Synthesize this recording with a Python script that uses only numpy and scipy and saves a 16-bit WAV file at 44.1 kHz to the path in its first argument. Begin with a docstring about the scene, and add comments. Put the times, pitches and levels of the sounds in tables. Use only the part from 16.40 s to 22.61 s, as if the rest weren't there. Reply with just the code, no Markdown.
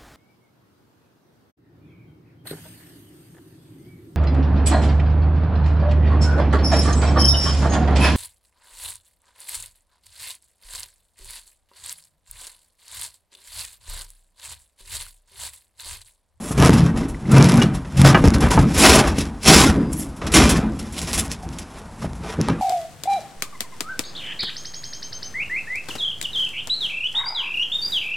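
"""Concrete posts are dragged in jerks over the rim of a steel wheelbarrow in a yard, right under the microphone.
At first filtered random impacts growl, stones snap as short noise bursts, and knocks boom and clank in resonances.
From about 2.5 s come the heaviest grinds; then a thin sine sings twice, around a brief squeak of filtered noise.
Weaker pulls follow, with small pitched taps, and a few knocks end it. Slips are puffs of the same grit noise.
Steady filtered noise is the yard air and microphone hiss; the loud moments overload the input."""
import sys
import numpy as np
from scipy import signal
from scipy.fft import rfft, irfft, next_fast_len
from scipy.io import wavfile
from scipy.ndimage import uniform_filter1d, map_coordinates

SR = 44100
rng = np.random.default_rng(int(sys.argv[2]) if len(sys.argv) > 2 else 0)


def digitize_waveform(pressure):
    """Quantize a signal to 16-bit integers and store it at the path in sys.argv[1].

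    Rows of a 2-D input are taken as channels; values are limited to [-1, 1].
    """
    field = np.atleast_2d(pressure).T
    bounded = np.clip(field, -1, 1)
    quanta = np.round(bounded * 32767).astype(np.int16)
    wavfile.write(sys.argv[1], SR, quanta)


N = 273861  # length [samples]

# Each pull on the posts: (full contact [s], rise [s], hold [s], sag while sliding, before its share [dB/s],
# head start of the weight, before its share [s], relative grit [dB], relative scrape [dB],
# fine over coarse grit [dB], relative boom [dB], relative frame shudder [dB])
PULLS = [(0.043, 0.12, 0.11, 28, 0.049, -37, -35.5, 7, -30, -40),
         (0.212, .09, 0.063, 20, 0.022, -24.5, -16.5, -4, -14, -19),
         (0.332, 0.073, 0.13, 63, -0.01, -30, -21, -5.5, -12.5, -28),
         (0.567, 0.029, 0.066, 69, 0.027, -41, -30, -5, -18.5, -29),
         (0.952, 0.12, 0.29, 26, 0.038, -28, -17, -6, -8, -28),
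         (1.342, 0.022, 0.018, 60, -0.007, -41.5, -38, -2, -44, -30),
         (1.609, 0.11, .01, 3, 0.0042, -26.5, -20, -5, -12, -18),
         (1.652, .03, 0.042, 5, 0.011, -19.5, -13.5, -5.5, -10.5, -23),
         (1.78, .04, .2, 23, -0.027, -38.5, -25, -4, -16, -28),
         (2.024, 0.073, 0.02, 60, -0.022, -29, -17.5, -4.5, -16.5, -19),
         (2.113, 0.04, 0.1, 72, -0.048, -29, -19.5, -3, -10, -22),
         (2.451, 0.16, .14, 45, 0.0087, -10, -8.5, -5, -13.5, -19.5),
         (2.673, 0.09, 0.024, 50, 0.024, -29.5, -26.5, -8, -18.5, -30),
         (2.792, 0.078, 0.024, 59, 0.011, -29.5, -31, -6, -26, -28),
         (3.087, .06, 0.17, 49, -0.00061, -8.5, -10, -5, -10, -19.5),
         (3.393, .05, .04, 50, 0.025, -52, -33, 0, -17.5, -30),
         (3.529, 0.032, 0.13, 43, -0.016, -36, -42, 8.5, -30, -42),
         (3.859, 0.12, .04, 30, 0.0066, -48, -29.5, -8, -28, -29),
         (3.963, 0.068, 0.2, 72, -.01, -16, -13, -7, -11.5, -20.5),
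         (4.224, 0.06, 0.03, 50, -0.0093, -63, -34.5, -2, -20.5, -31),
         (4.392, .02, 0.083, 60, -0.031, -41.5, -44, -5, -33, -36),
         (4.587, 0.16, 0.088, 30, 0.047, -33, -36, -4, -33, -34),
         (4.745, 0.16, 0.073, 28, -0.011, -27.5, -30.5, 4, -28.5, -30),
         (4.909, 0.033, 0.015, 50, .0, -37.5, -44, -8, -38, -43),
         (5.076, .06, 0.04, 30, 0.015, -61, -46, 0, -32.5, -40),
         (5.18, 0.072, 0.033, 50, 0.038, -44, -41.5, -8, -42, -47),
         (5.365, 0.18, 0.06, 40, 0.054, -48, -42, -4, -52, -46),
         (5.621, 0.091, 0.026, 50, -0.008, -47.5, -37, -2, -29.5, -34.5),
         (5.849, 0.069, 0.089, 5, 0.056, -41, -31.5, -6, -35, -44),
         (6.009, .04, 0.091, 30, 0.022, -45.5, -31, -19, -26, -47),
         (6.085, 0.025, .05, 42, 0.0075, -53, -31, -12, -22, -41)]
# The next four lists each hold one value for grit, scrape, boom and shudder, in that order.
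# Fall once a pull stops, treble dies first: (fall [dB/s])
FALL_RATES = [317, 119, 83.4, 60]
# Creeping between pulls: (relative level [dB])
CREEP_LEVELS = [-55.5, -55, -53.5, -46]
# Share of the pull's sag: (share [ratio])
SAG_SHARES = [1, 0.69, 0.55, 0.26]
# Share of the weight's head start: (share [ratio])
LEAD_SHARES = [0.067, 0.043, 0.83, 0.61]
# Sound colour of concrete rubbing on steel: (frequency [Hz], relative level per Hz [dB])
RUB_COLOUR = [(210, -35), (350, 4), (537, -2), (645, 0), (714, -4), (1200, -3), (1680, -8), (1820, -11),
              (4000, -27), (5200, -49), (8800, -120)]
# Sound colour of crushed grit: (frequency [Hz], relative level per Hz [dB])
GRIT_COLOUR = [(1290, -24.5), (2200, -4.5), (2350, -8), (2530, -6), (3300, -5), (4600, -7), (5430, -2),
               (6360, -6.5), (7450, -7), (9010, -10.5), (9790, -7), (11300, -9.5), (13200, -38),
               (15100, -24), (16000, -31)]
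# Upper modes of tray and posts that colour the scrape: (frequency [Hz], width [Hz], level over the plain rub [dB])
UPPER_MODES = [(767, 16, 5), (979, 13, -1), (1218, 11, -6), (1518, 11, 1.5), (1885, 23, 2),
               (2070, 40, -6.5), (2385, 9.4, 8.5), (2626, 27, 2.5), (3286, 19, -4.5), (3560, 12, 1.5),
               (4270, 12, 3), (4970, 15, 7), (5400, 12, -4), (7500, 70, 0), (10160, 180, -5.5)]
# Low resonances of the loaded tray: (frequency [Hz], width before damping [Hz], relative level [dB])
TRAY_MODES = [(116, 16, -6.5), (137.5, 9.8, -2), (170.6, 34, 0.5), (214.7, 32.6, 0), (264.2, 25, -1.5),
              (306.8, 25.8, -3.5), (375, 63, -11)]
# Where the weight rests on the tray: (time [s], centre of the boom [Hz])
WEIGHT_PATH = [(0, 190), (.2, 129), (.47, 155), (.65, 248), (.88, 130), (1.14, 142), (1.3, 180), (1.6, 120),
               (1.8, 196), (1.95, 198), (2.17, 111), (2.43, 280), (2.6, 215), (2.95, 263), (3.15, 210),
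               (3.42, 262), (3.8, 195), (4.04, 267), (4.2, 208), (4.55, 166), (5.3, 190), (5.7, 141),
               (6.21, 187)]
# Resonances of the legs and tyre: (frequency [Hz], width [Hz], relative level [dB])
FRAME_MODES = [(46, 15.5, -5.5), (61, 14.5, -0.5), (83.5, 16.7, -2)]
# The posts bump the tray: (time [s], relative level [dB], clank against the push [dB], centre of the clank [Hz])
KNOCKS = [(0.108, -14.5, -5, 764), (0.177, -11, -11, 1370), (0.188, -7, -20, 900), (0.224, -4.5, -5, 1150),
          (0.257, -5.5, -13, 1300), (0.293, 0.5, -22, 703), (0.329, -10, -10, 1140), (0.36, -22, -25, 904),
          (0.891, -20, -14, 797), (0.933, -10, -32, 807), (0.997, -3.5, -18, 1530), (1.008, -9.5, -3, 1430),
          (1.045, -4.5, -26, 931), (1.216, -17.5, 2, 2300), (1.745, -8.5, 10, 1310), (1.843, -3, -15, 813),
          (1.855, -22, -20, 900), (1.872, -5, -35, 705), (1.956, -7.5, -13, 864), (2.026, -13, -6, 910),
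          (2.118, -16, -17, 988), (2.1757, -6, -3, 874), (2.186, -9, -29, 800), (2.192, -8, -29, 1040),
          (2.783, -10.5, -31, 756), (3.951, -6.5, -8, 950), (4.19, -12, -30, 705),
          (5.644, -19.5, -7.5, 703), (5.988, -10.5, -16, 703), (6.001, -8.5, -25, 880),
          (6.086, -13.5, 0.5, 900), (6.101, -10, -28, 1200), (6.122, -15, -20, 1100)]
# Ring of a struck post: (frequency [Hz], relative level [dB], time to fade by 60 dB [s])
POST_MODES = [(673, -1.5, 0.066), (837, 2, 0.052), (1090, -12, 0.26), (1247, 2, 0.098), (1554, -6.5, 0.091),
              (1680, -0.5, 0.1), (1970, -1.5, 0.056), (2330, 9, 0.061), (2870, 7.5, 0.074),
              (3360, 7, 0.038)]
# Sudden slips, a gritty puff each: (time [s], relative level [dB], relative brightness [dB], length [ms])
SLIPS = [(0.1121, -25.5, 7, 23), (0.1755, -19, 2, 18), (0.33, -14, -1, 25), (0.4439, -38, -14, 24),
         (0.571, -24.5, -1, 20), (0.6294, -34, -5, 24), (0.682, -34, 10, 31), (0.913, -19, 8, 19),
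         (1.0874, -16, 1, 13), (1.215, -12, -12, 22), (1.7445, -22, -10, 22), (1.3458, -23.5, 0.5, 17),
         (1.4466, -32.5, -16, 14), (1.5685, -19, -0.5, 39), (1.615, -27, -13, 16), (1.6475, -3.5, -18, 7.3),
         (1.8402, -16, -10, 42), (1.937, -11.5, -6, 20), (2.005, -15.5, 3, 12), (2.104, -13.5, 0, 42),
         (2.189, -11, -11, 10), (2.342, -28, 20, 15), (2.376, -18.5, 18.5, 110), (2.55, -8, 11, 15),
         (2.672, -17.5, 4, 18), (2.782, -13.5, 2.5, 11), (3.029, -23.5, 9, 18), (3.528, -26, 20, 10.6),
         (3.5924, -30.5, 18, 35), (3.762, -36.5, 7, 27), (3.815, -26.5, -20, 18), (3.865, -15, -6, 20),
         (3.918, -15, 3, 27), (3.9375, -1, -2.5, 57), (4.091, -8, 5.5, 30), (4.166, -18, 0, 16),
         (4.3897, -22, 2.5, 15), (4.5221, -31, 10, 21), (4.579, -22, 3, 26), (4.6159, -19.5, 4, 20),
         (4.671, -18.5, -7.5, 42), (4.7303, -13, 3, 38), (4.776, -16.5, 6, 24), (4.915, -20, 4.5, 20),
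         (5.024, -35, 1, 24), (5.1243, -31, -2, 30), (5.185, -22, 4.5, 16.4), (5.3844, -34, 3, 15),
         (5.6176, -32, -16.5, 19), (5.7494, -39, 3, 24), (5.8336, -35, -15, 18), (6.0127, -30, -8, 24)]
# A brief high squeak of grit: (centre time [s], frequency [Hz], level [dB], length [s])
SQUEAK = (3.593, 11200, -30, .016)
# Single stones snapping: (time [s], relative level [dB], relative dull part [dB])
SNAPS = [(0.2015, -7, -13), (0.225, -6.5, -11), (0.25, -6, -6), (0.2608, -5.5, -2), (0.2737, -7.5, -2),
         (0.2824, -15, -10), (0.2944, -3, 5.5), (0.3064, -17, -15), (0.4065, -17, 3), (0.4634, -27, -3),
         (0.9831, -7, -10), (1.01, -16, -8), (1.0264, -5, -16), (1.044, -8, -10), (1.0884, -9.5, -11),
         (1.0935, -16, -10), (1.0973, -10, -8), (1.1207, -8, -8), (1.14, -15, -8), (1.1432, -14, -8),
         (1.1582, -16, -14), (1.1723, -15, -8), (1.1777, -15, -8), (1.199, -14, -1), (1.2036, -22, -8),
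         (1.224, -10, -6), (1.234, -15, -8), (1.6166, -6.5, 0), (1.6477, -7, 0), (1.675, -3, -6),
         (1.7454, -21, 3), (1.778, -18, 1), (1.7933, -23, 7), (1.841, -10.5, 3), (1.8567, -8.5, 7),
         (1.8767, -15.5, 8), (1.8838, -12, -3), (1.9046, -17, 0), (1.9848, -23, -8), (2.0253, -17, -2),
         (2.0877, -19, -8), (2.116, -9, -6), (2.3747, -22, -15), (2.816, -18, -18), (2.8544, -27, -5),
         (4.2063, -39, -3), (4.3217, -36, 7), (4.4283, -28, -15), (4.4882, -34, -12), (4.545, -33, -18),
         (4.58, -26, -16), (4.5916, -12, -16), (4.6165, -16, -25), (4.7152, -16, -20), (4.7312, -8, -22),
         (4.779, -12.5, -20), (4.8798, -25, -18), (4.9162, -13.5, -25), (5.09, -29, 4), (5.1865, -21, -17),
         (5.7332, -32, 13), (6.0135, -12.5, -21), (6.0858, -14.5, 16), (6.101, -33, 21)]
# The frame lurches on its tyre: (time [s], relative level [dB])
JOLTS = [(.21, -14), (.34, -18), (.52, -22), (.94, -21), (1.598, -8.5), (1.858, -1), (1.94, -8), (2.17, -5),
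         (2.36, -10), (2.48, -8.5), (2.811, -15), (3.14, -15), (3.28, -9), (3.899, -19), (4.021, -7),
         (5.94, -24), (6.15, -32)]
# Small pitched taps, perhaps loose pebbles: (time [s], level [dB], starting pitch [Hz], time to fade by 60 dB [s])
TAPS = [(.633, -32, 2050, .03), (.746, -27, 2030, 0.019), (.855, -31, 2070, 0.024),
        (2.117, -12.5, 1010, .06), (2.176, -7, 913, 0.069), (4.915, -41, 2080, 0.037),
        (5.033, -26.5, 754, 0.054), (5.049, -29, 780, 0.055), (5.645, -16, 656, 0.023),
        (6.086, -17, 940, 0.037)]
# When the thin rim mode sings: (start [s], damped by [s], level before it wavers [dB])
RIM_SINGS = [(3.3, 3.52, -54), (4.2, 4.36, -64)]
# Sound colour of yard and microphone hiss: (frequency [Hz], relative level per Hz [dB])
AIR_COLOUR = [(18, -27), (30, 12), (64, -2.5), (118, 0), (215, 4), (354, -11), (889, -4.5), (2820, -25.5),
              (10200, -30.5), (16000, -76)]
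# Level balance of the two channels: (frequency [Hz], left minus right [dB])
BALANCE = [(30, 1.1), (70, .9), (130, .6), (260, .25), (500, .05), (2000, 0), (5000, -.2), (8000, 0)]
# The channels differ a little in phase: (frequency [Hz], size of the quarter-turn part [dB])
PHASE_SKEW = [(40, -29), (120, -30.5), (300, -34.5), (700, -69.5), (1500, -82), (3000, -80), (5500, -33),
              (9000, -28), (13000, -70)]

RISE_DB = 30  # climbed during a pull's rise
CATCH_DB, CATCH_S = 2, 0.011  # the post sticks for a moment before each slip
SLIP_RISE_MS = 2
FOCUS_DB = 10  # fall of the clank away from its centre, per squared octave
RATTLE_DB, RATTLE_T60_S = -6.5, 0.11  # loose grit jumps after a clank
RIM_HZ = 4915
AIR_DB = -41
TOP_HZ = 16100  # band limit of the input


def drag(grit_db, scrape_db, fine_db):
    """The rough underside of the posts grinds over the rim, sticking and slipping."""
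    judder = amp(0.64 * wobble(27.71) + 1.27 * wobble(70))  # stick-slip
    dull, coarse, fine = rough(900, 1.0)
    grains = patchy(coarse, depth_db=2.0) * amp(-fine_db / 2) + fine * amp(fine_db / 2)
    grit = judder * amp(grit_db - 6.0 + 2.3 * wobble(40)) * grains
    scrape = judder * amp(scrape_db - 3.0) * patchy(dull, depth_db=2.5)
    return catches() * (scrape + grit)


def contact():
    """Level of grit, scrape, boom and shudder (dB) and fineness of the grit: each pull rises, sags and lets go."""
    t = np.arange(0, N / SR + .002, .001)
    columns = np.transpose(PULLS)[:, :, None]
    s, rise, hold, sag, lead, grit_db, scrape_db, fine_db, boom_db, shudder_db = columns
    powers = []
    peaks = (grit_db, scrape_db, boom_db, shudder_db)
    for peak_db, sag_share, fall, lead_share in zip(peaks, SAG_SHARES, FALL_RATES, LEAD_SHARES):
        since = t - s + lead_share * lead  # seconds since full contact
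        db = peak_db - RISE_DB * np.maximum(-since, 0) / rise
        db = db - sag_share * sag * np.clip(since, 0, hold)
        db = db - fall * np.maximum(since - hold, 0)
        powers.append(amp(db) ** 2)
    # the pull that gives most grit decides how fine it is
    fine = np.sum(powers[0] * fine_db, 0) / (np.sum(powers[0], 0) + amp(CREEP_LEVELS[0]) ** 2)
    levels = [10 * np.log10(np.sum(power, 0) + amp(creep_db) ** 2)
              for power, creep_db in zip(powers, CREEP_LEVELS)]
    return track(np.transpose([t, *levels, fine]))


def catches():
    """Gain of the sliding sound: it sinks towards each slip and returns as the post breaks free."""
    dip, t = np.zeros(N), np.arange(SR // 20) / SR
    for s, *_ in SLIPS:
        add(dip, s - t[-1], np.exp((t - t[-1]) / CATCH_S))
    return amp(-CATCH_DB * dip)


def rough(per_s, smooth):
    """Dull rub, coarse grit and fine grit, each of rms 1, from one stream of impacts."""
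    def shades(hz):
        modes = 1 + sum(amp(db) * w * w / (w * w + 4 * (hz - c) ** 2) for c, w, db in UPPER_MODES)
        fine = 1 / (1 + (6800 / (hz + 1)) ** 8)  # share of the grit above 6800 Hz
        grit = amp(along(GRIT_COLOUR, hz))
        return modes * np.array([amp(along(RUB_COLOUR, hz)), grit * (1 - fine), grit * fine])

    return [unit(x) for x in filtered(asperities(per_s, 1.87, smooth), shades)]


def asperities(per_s, spread_db, smooth):
    """Tiny random impacts of long-tailed size over a share of smooth rubbing."""
    hit = rng.random(N) < per_s / SR
    rank = np.minimum(rng.exponential(size=N), 4)  # no stone is larger than the gap
    impacts = unit(hit * amp(spread_db * rank) * rng.choice([-1, 1], N))
    return unit(impacts + smooth * rng.standard_normal(N))


def patchy(x, depth_db):
    """The spot of contact wanders, so narrow bands swell and fade by turns."""
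    bands = signal.stft(x, nperseg=1024)[2]
    field = uniform_filter1d(rng.standard_normal(bands.shape), size=3, axis=0)
    field = uniform_filter1d(field, size=3, axis=1)
    return unit(signal.istft(bands * amp(depth_db * unit(field)), nperseg=1024)[1][:N])


def rumble(boom_db, shudder_db):
    """Bumps under the posts drive tray and frame; where the weight rests decides which tray modes answer most."""
    centre_hz, = track(WEIGHT_PATH)
    shares = np.array([amp(db) * near(hz, centre_hz, 11) for hz, _, db in TRAY_MODES])
    shares /= np.sqrt(np.sum(shares ** 2, 0))
    shares *= amp(boom_db + 2.5 + 0.93 * wobble(12)) * catches() ** 0.74
    bumps = asperities(260, 1.56, 1.15)
    boom = np.zeros(N)
    for share, (hz, width, _) in zip(shares, TRAY_MODES):
        mode = resonant([(hz, 1.5 * width, 0)])
        boom += share * unit(filtered(bumps, lambda f: mode(f) ** 2))
    shakes = asperities(89, 1.0, 1.6)
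    shudder = unit(filtered(shakes, lambda f: resonant(FRAME_MODES)(f) * soft(f, 126)))
    return boom + shudder * amp(shudder_db + 0.4 + 2.4 * wobble(14))


def knocks():
    """A soft push booms the tray; a hard contact also rings the post around the pitch that the spot favours."""
    push, clank, jump = np.zeros((3, N))
    t = np.arange(SR // 4) / SR
    blow = signal.windows.hann(round(0.0025 * SR))
    for s, db, clank_db, centre_hz in KNOCKS:
        add(push, s, amp(db + 16) * blow * rng.choice([-1, 1]))
        ring = np.zeros(len(t))
        for hz, level, t60 in POST_MODES:
            fade = amp(level + rng.normal(0, 2.7) - 60 * t / t60)
            # the grit between post and steel roughens every mode
            phase = rng.normal(0, 1.0) + np.cumsum(rng.normal(0, 0.028, len(t)))
            ring += near(hz, centre_hz, FOCUS_DB) * fade * np.sin(2 * np.pi * hz * t + phase)
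        add(clank, s, amp(db + clank_db - 7.5) * ring * (1 - np.exp(-t / 0.0019)))
        rattle_db = db + clank_db + RATTLE_DB - 60 * t / RATTLE_T60_S
        add(jump, s, amp(rattle_db) * (1 - np.exp(-t / 0.0063)))
    clank += jump * unit(coloured(asperities(900, 5.5, 0.38), RUB_COLOUR))
    damped = [(hz, 3.43 * width, db) for hz, width, db in TRAY_MODES]  # the post's weight damps the sheet
    return filtered(push, lambda f: resonant(damped)(f) * (1 - soft(f, 270))) + clank


def slips():
    """A slip starts fast, runs briefly and stops as the post catches again."""
    shapes, ms = np.zeros((3, N)), 1000 * np.arange(SR // 4) / SR
    for s, db, bright_db, length_ms in SLIPS:
        shape = amp(db - 14.5) * np.exp(-(ms / length_ms) ** 2) * (1 - np.exp(-ms / SLIP_RISE_MS))
        part_levels = (-1.1 * bright_db - 8, 0, 0.76 * bright_db - 1.5)  # dull, coarse, fine
        for layer, part_db in zip(shapes, part_levels):
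            add(layer, s, shape * amp(part_db))
    return np.sum(shapes * rough(3000, 1.4), 0)


def squeak():
    """Grit squeaks briefly: noise through a narrow resonance, swelling and fading."""
    s, hz, db, length_s = SQUEAK
    tone = unit(filtered(rng.standard_normal(N), lambda f: resonant([(hz, 600, 0)])(f) ** 2))
    return amp(db) * tone * np.exp(-((np.arange(N) / SR - s) / length_s) ** 2)


def snaps():
    """A stone cracks in about a millisecond: a noise burst with a gritty and a dull part."""
    gritty, dull = np.zeros((2, N))
    t = np.arange(SR // 50) / SR
    for s, db, dull_db in SNAPS:
        crack = rng.standard_normal(len(t)) * amp(-60 * t / .003)
        crack /= np.max(np.abs(crack))
        add(gritty, s, amp(db + 12.0) * crack)
        add(dull, s, amp(db + dull_db + 16.0) * crack)
    return coloured(gritty, GRIT_COLOUR) + coloured(dull, RUB_COLOUR)


def jolts():
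    """Each lurch is one push into the legs and tyre."""
    push = np.zeros(N)
    for s, db in JOLTS:
        add(push, s, amp(db + 13) * signal.windows.hann(round(0.0045 * SR)) * rng.choice([-1, 1]))
    return filtered(push, resonant(FRAME_MODES))


def taps():
    """Each tap is one short, slightly falling note."""
    out, t = np.zeros(N), np.arange(SR // 8) / SR
    for s, db, hz, t60 in TAPS:
        note = np.sin(2 * np.pi * hz * t * (1 - 2 * t))
        add(out, s, amp(db - 60 * t / t60) * (1 - np.exp(-t / 0.00028)) * note)
    return out


def rim():
    """A thin rim mode sings on after a hard scrape: it swells in, wavers a little and is quickly damped."""
    t, level = np.arange(N) / SR, np.zeros(N)
    for start, end, db in RIM_SINGS:
        level += amp(db) * np.clip((t - start) / .04, 0, 1) * np.clip((end - t) / .008, 0, 1)
    return level * amp(1.8 * wobble(14)) * np.sin(2 * np.pi * RIM_HZ * t + 0.53 * wobble(30))


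def air():
    """Yard air and microphone hiss are steady coloured noise."""
    return amp(AIR_DB) * unit(coloured(rng.standard_normal(N), AIR_COLOUR))


def amp(db):
    """Decibels to a plain factor."""
    return 10 ** (np.asarray(db) / 20)


def unit(x):
    """Scale to an rms of 1."""
    return x / np.sqrt(np.mean(x ** 2) + 1e-20)


def along(points, hz):
    """Read a curve of (frequency [Hz], value) points on a log frequency axis."""
    f, value = np.transpose(points)
    return np.interp(np.log(hz + 1), np.log(f + 1), value)


def track(rows):
    """One value per sample for each column after the time."""
    s, *columns = np.transpose(rows)
    return [np.interp(np.arange(N) / SR, s, column) for column in columns]


def wobble(rate):
    """A smooth random curve with rate knots a second."""
    knots = rng.standard_normal(int(N * rate / SR) + 4)
    return map_coordinates(knots, [np.arange(N) * rate / SR])


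def filtered(x, response):
    """Pass x through a complex response of frequency."""
    m = next_fast_len(N + SR // 2)  # spare room for the ring to die away
    return irfft(rfft(x, m) * response(np.fft.rfftfreq(m, 1 / SR)), m)[..., :N]


def coloured(x, spectrum):
    """Shape x by a curve of (frequency [Hz], level [dB]) points."""
    return filtered(x, lambda hz: amp(along(spectrum, hz)))


def resonant(modes):
    """Response of (frequency [Hz], width [Hz], level [dB]) modes that ring after a push, with alternating signs."""
    def response(f):
        return sum((-1) ** k * amp(db) * 1j * f * w / (c * c - f * f + 1j * f * w)
                   for k, (c, w, db) in enumerate(modes))

    return response


def near(hz, centre_hz, fall_db):
    """Gain that falls with the squared distance in octaves."""
    return amp(-fall_db * np.log2(hz / centre_hz) ** 2)


def soft(hz, edge_hz):
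    """A broad, soft contact passes little treble."""
    return 1 / (1 + 1j * hz / edge_hz) ** 2


def add(layer, s, sound):
    """Mix a sound into a layer at s seconds, cut at the end."""
    part = layer[round(s * SR):][:len(sound)]
    part += sound[:len(part)]


def scene():
    """Sum all sources and give the two channels slightly different levels and phases."""
    grit_db, scrape_db, boom_db, shudder_db, fine_db = contact()
    barrow = drag(grit_db, scrape_db, fine_db) + rumble(boom_db, shudder_db)
    barrow += knocks() + slips() + squeak() + snaps() + jolts() + taps() + rim()
    mono = barrow + air()
    sides = np.array([[1], [-1]])  # left, right

    def stereo(hz):
        return amp(along(BALANCE, hz) * sides / 2) + 1j * sides * amp(along(PHASE_SKEW, hz))

    return filtered(mono, stereo)


def record(dry):
    """The input overloads near full scale and keeps nothing above its band limit."""
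    clipped = dry / (1 + np.abs(dry / .97) ** 6) ** (1 / 6)
    return filtered(clipped, lambda hz: hz < TOP_HZ)


dry = scene()
out = record(dry)
digitize_waveform(out)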